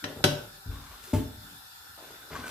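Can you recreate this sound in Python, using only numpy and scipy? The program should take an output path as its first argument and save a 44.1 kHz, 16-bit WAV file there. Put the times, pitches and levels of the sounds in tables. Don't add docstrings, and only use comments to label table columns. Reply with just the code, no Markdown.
import sys
import numpy as np
from scipy import signal
from scipy.fft import rfft, irfft
from scipy.io import wavfile
from scipy.ndimage import uniform_filter1d

SR = 44100
rng = np.random.default_rng(int(sys.argv[2]) if len(sys.argv) > 2 else 0)


def gain_from_decibels(decibels):
    exponent = np.asarray(decibels, float) / 20
    return 10 ** exponent


def file_out(sig):
    cols = np.atleast_2d(sig).T
    lim = np.clip(cols, -1, 1)
    pcm = np.round(lim * 32767).astype(np.int16)
    wavfile.write(sys.argv[1], SR, pcm)


N = 110250

# start in seconds, level in dB, contact in seconds, bass in dB, top in Hz.
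KNOCKS = [
    (0.0408, -26.5, 0.0028, 3.5, 5660),
    (0.2403, -11, 0.0024, 2.5, 15400),
    (0.5521, -60, 0.00086, -9, 14100),
]
# frequency in Hz, density in dB per Hz.
CRACK_SPECTRUM = [(45, -48), (90, -10), (600, -13.5), (1540, -9.5), (2330, -16), (3940, -18), (5500, -14),
                  (13200, -34.5), (15300, -43)]
# centre in Hz, width in Hz, lift in dB.
CRACK_PEAKS = [(1520, 370, 3), (2950, 870, 7.5), (3900, 1300, 5.5), (5700, 650, 2.5), (8600, 870, 7.5),
               (10400, 510, 11.5), (12640, 1200, 17)]
# frequency in Hz, level in dB, t60 in seconds.
STEEL_MODES = [(43.4, -21.5, 1.1), (103.8, -7.5, 0.31), (143.4, -4, 0.48), (216, -12, 0.4), (256, -2, 0.19),
               (285, -11.5, 0.386), (393, -3, 0.32), (447, -5, 0.22), (570, -11.5, 0.42), (592.3, -5, 0.64),
               (618, -22.5, 0.31), (760, -7.5, 0.17)]
# frequency in Hz, level in dB, t60 in seconds.
GRATE_MODES = [(1520, 2, 0.13), (2030, -19, 0.26), (2720, -24, 0.15), (3150, -34, 0.5), (3740, -36, 0.57),
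               (3944, 12.5, 0.056), (4440, -25, 0.11), (5410, -20, 0.66), (5800, -6, 0.053),
               (6940, -36, 0.19), (8560, -18, 0.2), (10300, -24, 0.19), (13700, -12, 0.14)]
# start in seconds, level in dB, contact in seconds, brightness in dB per
THUDS = [
    (0.657, -37.5, 0.027, -8, 0.6),
    (0.696, -45.5, 0.032, -2, 0.63),
    (0.762, -53.5, 0.013, -5.5, 0.22),
    (1.131, -24.5, 0.017, 2, 0.55),
    (1.89, -64, 0.024, -2.5, 0.79),
    (2.302, -47, 0.042, -0.5, 0.83),
    (2.385, -53.5, 0.023, 0.5, 0.77),
]
# frequency in Hz, level in dB, t60 in seconds.
CABINET_MODES = [(42.6, -1, 0.27), (71.5, 3.5, 0.38), (95, 3, 0.35), (118.4, -7, 0.59), (146, -7.5, 0.48),
                 (262.4, 4.5, 0.3), (291.4, -2.5, 0.3), (319.5, -6.5, 0.44), (397, -8, 0.21),
                 (432, -6.5, 0.38), (607.3, -7.5, 0.18), (691, -7, 0.2), (883, -11, 0.27)]
# frequency in Hz, density in dB per Hz.
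PUFF_SPECTRUM = [(29, -43), (50, 9.5), (292, 3.5), (690, -13), (1170, -17.5), (2890, -24), (4660, -32),
                 (15000, -28.5)]
SLIDE_STARTS_S = [0.021, 0.051, 0.156, 0.666, 0.691, 0.701, 0.711, 0.851, 0.861, 1.021, 1.041, 1.136, 1.401,
                  1.971, 2.001, 2.061, 2.201, 2.301, 2.311, 2.346, 2.391, 2.461]
# length in seconds, level in dB, centre in Hz, width in Hz.
SLIDES = [(0.041, -46, 234, 190), (0.085, -47.5, 480, 580), (0.06, -40.5, 140, 740), (0.083, -55, 45, 25),
          (0.101, -58.5, 260, 17), (0.304, -57, 710, 5700), (0.14, -56, 1117, 130), (0.082, -71, 66, 82),
          (0.096, -58, 1140, 340), (0.105, -49.5, 7500, 18000), (0.1, -62, 380, 110),
          (.071, -72, 11000, 13000), (0.14, -55.5, 135, 194), (0.084, -54.5, 570, 1160),
          (0.237, -61.5, 1900, 2400), (0.099, -56.5, 300, 930), (0.095, -61, 370, 560),
          (.221, -45, 650, 2000), (.221, -52, 2900, 7200), (0.04, -53, 1600, 6400), (0.032, -53, 260, 59),
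          (.081, -44, 9200, 20000)]
# start in seconds, length in seconds, level in dB, pitch in Hz,
# beat in Hz.
SQUEAKS = [
    (0.012, 0.053, -51, 1430, 93),
    (2.215, 0.025, -52, 1524, 86),
    (2.345, 0.0063, -41.5, 995, 85),
    (2.348, 0.021, -39.5, 1117, 88),
    (2.349, 0.013, -39.5, 1562, 92),
    (2.432, 0.049, -41.5, 1520, 48),
]
# multiple of the pitch, level in dB.
SQUEAK_PARTIALS = [(1, 1), (1.55, -13), (4.1, -24), (5.45, -14.5), (6.5, -15)]
# frequency in Hz, t60 in seconds.
KITCHEN_T60 = [(80, 0.73), (210, 0.48), (560, 0.53), (1470, 0.51), (3880, 0.4), (10200, 0.34)]
# frequency in Hz, density in dB per Hz.
HISS_SPECTRUM = [(24, -54), (40, -12), (653, -17), (778, -3.5), (1160, -11), (1410, -0.5), (2060, -15.5),
                 (3650, -5), (15500, -19)]
# centre in Hz, width in Hz, lift in dB.
PAN_PEAKS = [(96, 35, 13), (796, 460, 1), (1353, 104, 3.5), (1550, 20, 7), (1752, 100, 8.5), (3524, 41, 8),
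             (3540, 94, 4.5), (5350, 130, 7.5), (7000, 68, 2), (7200, 74, -2), (10020, 140, 7),
             (11550, 270, 6.5), (12370, 780, 10), (12920, 170, 8.5), (3160, 550, -5), (5930, 1460, -4.5),
             (15000, 990, 4.5)]
# frequency in Hz, correlation as a ratio.
HISS_LIKENESS = [(60, 0.91), (240, 0.51), (950, -0.014), (3770, -0.14), (15000, 0.057)]
# frequency in Hz, left minus right in dB.
HISS_BALANCE = [(60, 1.5), (240, 7.5), (950, 2), (3770, -0.5), (15000, 4)]

WOBBLE, WOBBLE_HZ, GRATE_BLUR = 0.35, 16, 4
STEEL_DB, STEEL_DAMP, RING_PER_DB = -12, 0.68, 0.14
CRACK_RISE_S, CRACK_FALL, CRACK_TAIL = 0.00067, 2.6, 0.07
APART_HZ, TREBLE_LEAN_DB = 740, 2.5
PUFF_DB = -1.5
EDGE_S, JUDDER_DB, SQUEAK_BEAT = 0.006, 3.5, 0.62
NEAR_PAN_DB, LAG_S = 1.4, 0.000035
WET_DB, WET_LEAN_DB, MONO_HZ = -6, 0.3, 300
HISS_DB, PATCHY_DB, SWELL_DB = -49, 2, 0.4
FIZZ_DB, FIZZ_PER_S, POP_SPREAD_DB = -92, 410, 3.5
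CEILING, EDGE_HZ = 1.4, 15560


def evened(x):
    return x / np.sqrt(np.mean(x ** 2) + 1e-20)


def read(points, hz):
    f, value = np.transpose(points)
    return np.interp(np.log(hz + 1), np.log(f + 1), value)


def coloured_db(points, peaks, hz):
    return read(points, hz) + sum(db / (1 + (2 * (hz - f) / w) ** 2) for f, w, db in peaks)


def lowpass(x, hz):
    return signal.sosfilt(signal.butter(2, hz, fs=SR, output="sos"), x)


def add(mix, start_s, sound):
    part = mix[..., round(start_s * SR):][..., :sound.shape[-1]]
    part += sound[..., :part.shape[-1]]


def tinted(points, size, peaks=()):
    colour_db = coloured_db(points, peaks, np.fft.rfftfreq(size, 1 / SR))
    return evened(irfft(rfft(rng.standard_normal(size)) * gain_from_decibels(colour_db), size))


def ring(modes, t, damp=1, tilt_db=0, blur=1):
    settle = 4000
    noise = rng.standard_normal((2, len(modes), len(t) + settle))
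    a, b = lowpass(noise, blur * WOBBLE_HZ)[..., settle:]
    hz, db, t60_s = np.transpose(modes)[..., None]
    drift = (evened(a) + 1j * evened(b)) * np.minimum(t / 0.0052, 1)
    wobble = 1 + WOBBLE * np.sqrt(blur) * drift
    level = gain_from_decibels(db + tilt_db * np.log2(hz / 100) - 60 * t / (t60_s * damp))
    return (level * (wobble * np.exp(2j * np.pi * hz * t)).imag).sum(0)


def stroke(t, length_s):
    release = (length_s - t) / (2 * EDGE_S) + 1
    return np.clip(np.minimum(t / EDGE_S, release), 0, 1) ** 2


def knock(level_db, contact_s, bass_db, top_hz):
    t = np.arange(SR // 2) / SR
    u = t / contact_s
    fall = np.exp(-u / CRACK_FALL) + CRACK_TAIL * np.exp(-u / 9)
    burst = np.minimum(t / CRACK_RISE_S, 1) ** 0.2 * fall
    rung = gain_from_decibels(STEEL_DB + RING_PER_DB * level_db) * (1 - np.exp(-u))
    sides = []
    for side in range(2):
        crack = tinted(CRACK_SPECTRUM, len(t), CRACK_PEAKS) * burst
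        sides.append(crack + rung * ring(GRATE_MODES, t, STEEL_DAMP, blur=GRATE_BLUR))
    body = np.array(sides)
    low = lowpass(body, APART_HZ)
    high = (body - low) * gain_from_decibels(np.array([[TREBLE_LEAN_DB], [-TREBLE_LEAN_DB]]) / 2)
    bass = low[0] + rung * ring(STEEL_MODES, t, STEEL_DAMP)
    return gain_from_decibels(level_db) * lowpass(high + gain_from_decibels(bass_db) * bass, top_hz)


def thud(level_db, contact_s, tilt_db, ring_time):
    t = np.arange(SR // 2) / SR
    spectrum = [(f, db + tilt_db * np.log2(f / 100)) for f, db in PUFF_SPECTRUM]
    puff = tinted(spectrum, len(t)) * np.exp(-t / (contact_s * 2.3))
    swell = np.minimum(t / (contact_s * 0.44), 1)
    return gain_from_decibels(level_db) * swell * (ring(CABINET_MODES, t, ring_time, tilt_db) + gain_from_decibels(PUFF_DB) * puff)


def slide(length_s, level_db, hz, width_hz):
    t = np.arange(SR // 2) / SR
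    judder = gain_from_decibels(JUDDER_DB * evened(uniform_filter1d(rng.standard_normal(len(t)), size=200)))
    friction = judder * rng.standard_normal(len(t))
    turn = np.exp(2j * np.pi * hz * t)
    r = np.exp(-np.pi * width_hz / SR)
    two_poles = np.convolve([1, -r], [1, -r])
    rub = (turn * signal.lfilter([1], two_poles, friction / turn)).real
    return gain_from_decibels(level_db) * evened(rub) * stroke(t, length_s)


def squeak(length_s, level_db, hz, beat_hz):
    t = np.arange(SR // 8) / SR
    waver = 0.01 * evened(uniform_filter1d(rng.standard_normal(len(t)), size=150))
    turns = np.cumsum(hz * (1 + waver)) / SR
    tone = sum(gain_from_decibels(db) * np.sin(2 * np.pi * k * turns) for k, db in SQUEAK_PARTIALS)
    beat = 1 - SQUEAK_BEAT * np.cos(2 * np.pi * beat_hz * t)
    return gain_from_decibels(level_db) * tone * beat * stroke(t, length_s)


def kitchen(x):
    taps = np.zeros((2, SR))
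    at = np.arange(200, SR - 20, 20)
    at = at + rng.integers(0, 20, (2, len(at)))
    np.put_along_axis(taps, at, rng.choice([-1., 1.], at.shape), 1)
    hz, t, z = signal.stft(taps, SR, nperseg=512)
    own = hz[:, None] ** 2 / (hz[:, None] ** 2 + MONO_HZ ** 2)
    z[1] = np.sqrt(1 - own) * z[0] + np.sqrt(own) * z[1]
    decay = gain_from_decibels(-60 * t / read(KITCHEN_T60, hz)[:, None])
    tail = signal.istft(z * decay, SR, nperseg=512)[1]
    tail = tail / np.linalg.norm(tail, axis=1)[:, None]
    return signal.fftconvolve(x[None], tail, axes=1)[:, :N]


def fizz():
    size = gain_from_decibels(POP_SPREAD_DB * np.minimum(rng.exponential(1, (2, N)), 4))
    sign = rng.choice([-1, 1], (2, N))
    pops = size * sign * (rng.random((2, N)) < FIZZ_PER_S / SR)
    band = signal.butter(2, [3000, 14000], "band", fs=SR, output="sos")
    return gain_from_decibels(FIZZ_DB) * evened(signal.sosfilt(band, pops))


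def simmer():
    frames, hz = N // 512 + 5, np.fft.rfftfreq(2048, 1 / SR)
    a, b, c, d, patches = rng.standard_normal((frames, 1025, 5)).T
    patches = uniform_filter1d(patches, size=14, axis=0)
    patches = evened(uniform_filter1d(patches, size=6, axis=1))
    swell = evened(uniform_filter1d(rng.standard_normal(frames), size=12))
    colour_db = coloured_db(HISS_SPECTRUM, PAN_PEAKS, hz)[:, None]
    same = np.clip(read(HISS_LIKENESS, hz), -1, 1)[:, None]
    lean_db = read(HISS_BALANCE, hz)[:, None] / 2
    left = a + 1j * b
    right = same * left + np.sqrt(1 - same ** 2) * (c + 1j * d)
    z = np.array([left * gain_from_decibels(lean_db), right * gain_from_decibels(-lean_db)])
    z *= gain_from_decibels(colour_db + PATCHY_DB * patches + SWELL_DB * swell)
    hiss = evened(signal.istft(z, nperseg=2048, noverlap=1536)[1][:, :N])
    return gain_from_decibels(HISS_DB) * hiss + fizz()


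def scene():
    hand = np.zeros((2, N))
    slides = [(s, *row) for s, row in zip(SLIDE_STARTS_S, SLIDES)]
    for table, source in ((KNOCKS, knock), (THUDS, thud), (slides, slide), (SQUEAKS, squeak)):
        for start_s, *settings in table:
            add(hand, start_s, source(*settings) * np.ones((2, 1)))
    n = np.arange(N)
    late_left = np.interp(n - LAG_S * SR, n, hand[0])
    direct = np.array([late_left * gain_from_decibels(NEAR_PAN_DB), hand[1] * gain_from_decibels(-NEAR_PAN_DB)])
    wet = gain_from_decibels(WET_DB) * kitchen(hand[0]) * gain_from_decibels(np.array([[WET_LEAN_DB], [-WET_LEAN_DB]]))
    return direct + wet + simmer()


def roll_off(x):
    return signal.sosfilt(signal.butter(12, 16160, fs=SR, output="sos"), x)


def record(dry):
    soft = CEILING * np.tanh(dry / CEILING)
    heard = signal.sosfilt(signal.butter(6, 36, "high", fs=SR, output="sos"), soft)
    band_limit = signal.firwin(801, EDGE_HZ, window=("kaiser", 9), fs=SR)
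    heard = signal.oaconvolve(heard, band_limit[None], "same")
    return roll_off(heard)


dry = scene()
out = record(dry)
file_out(out)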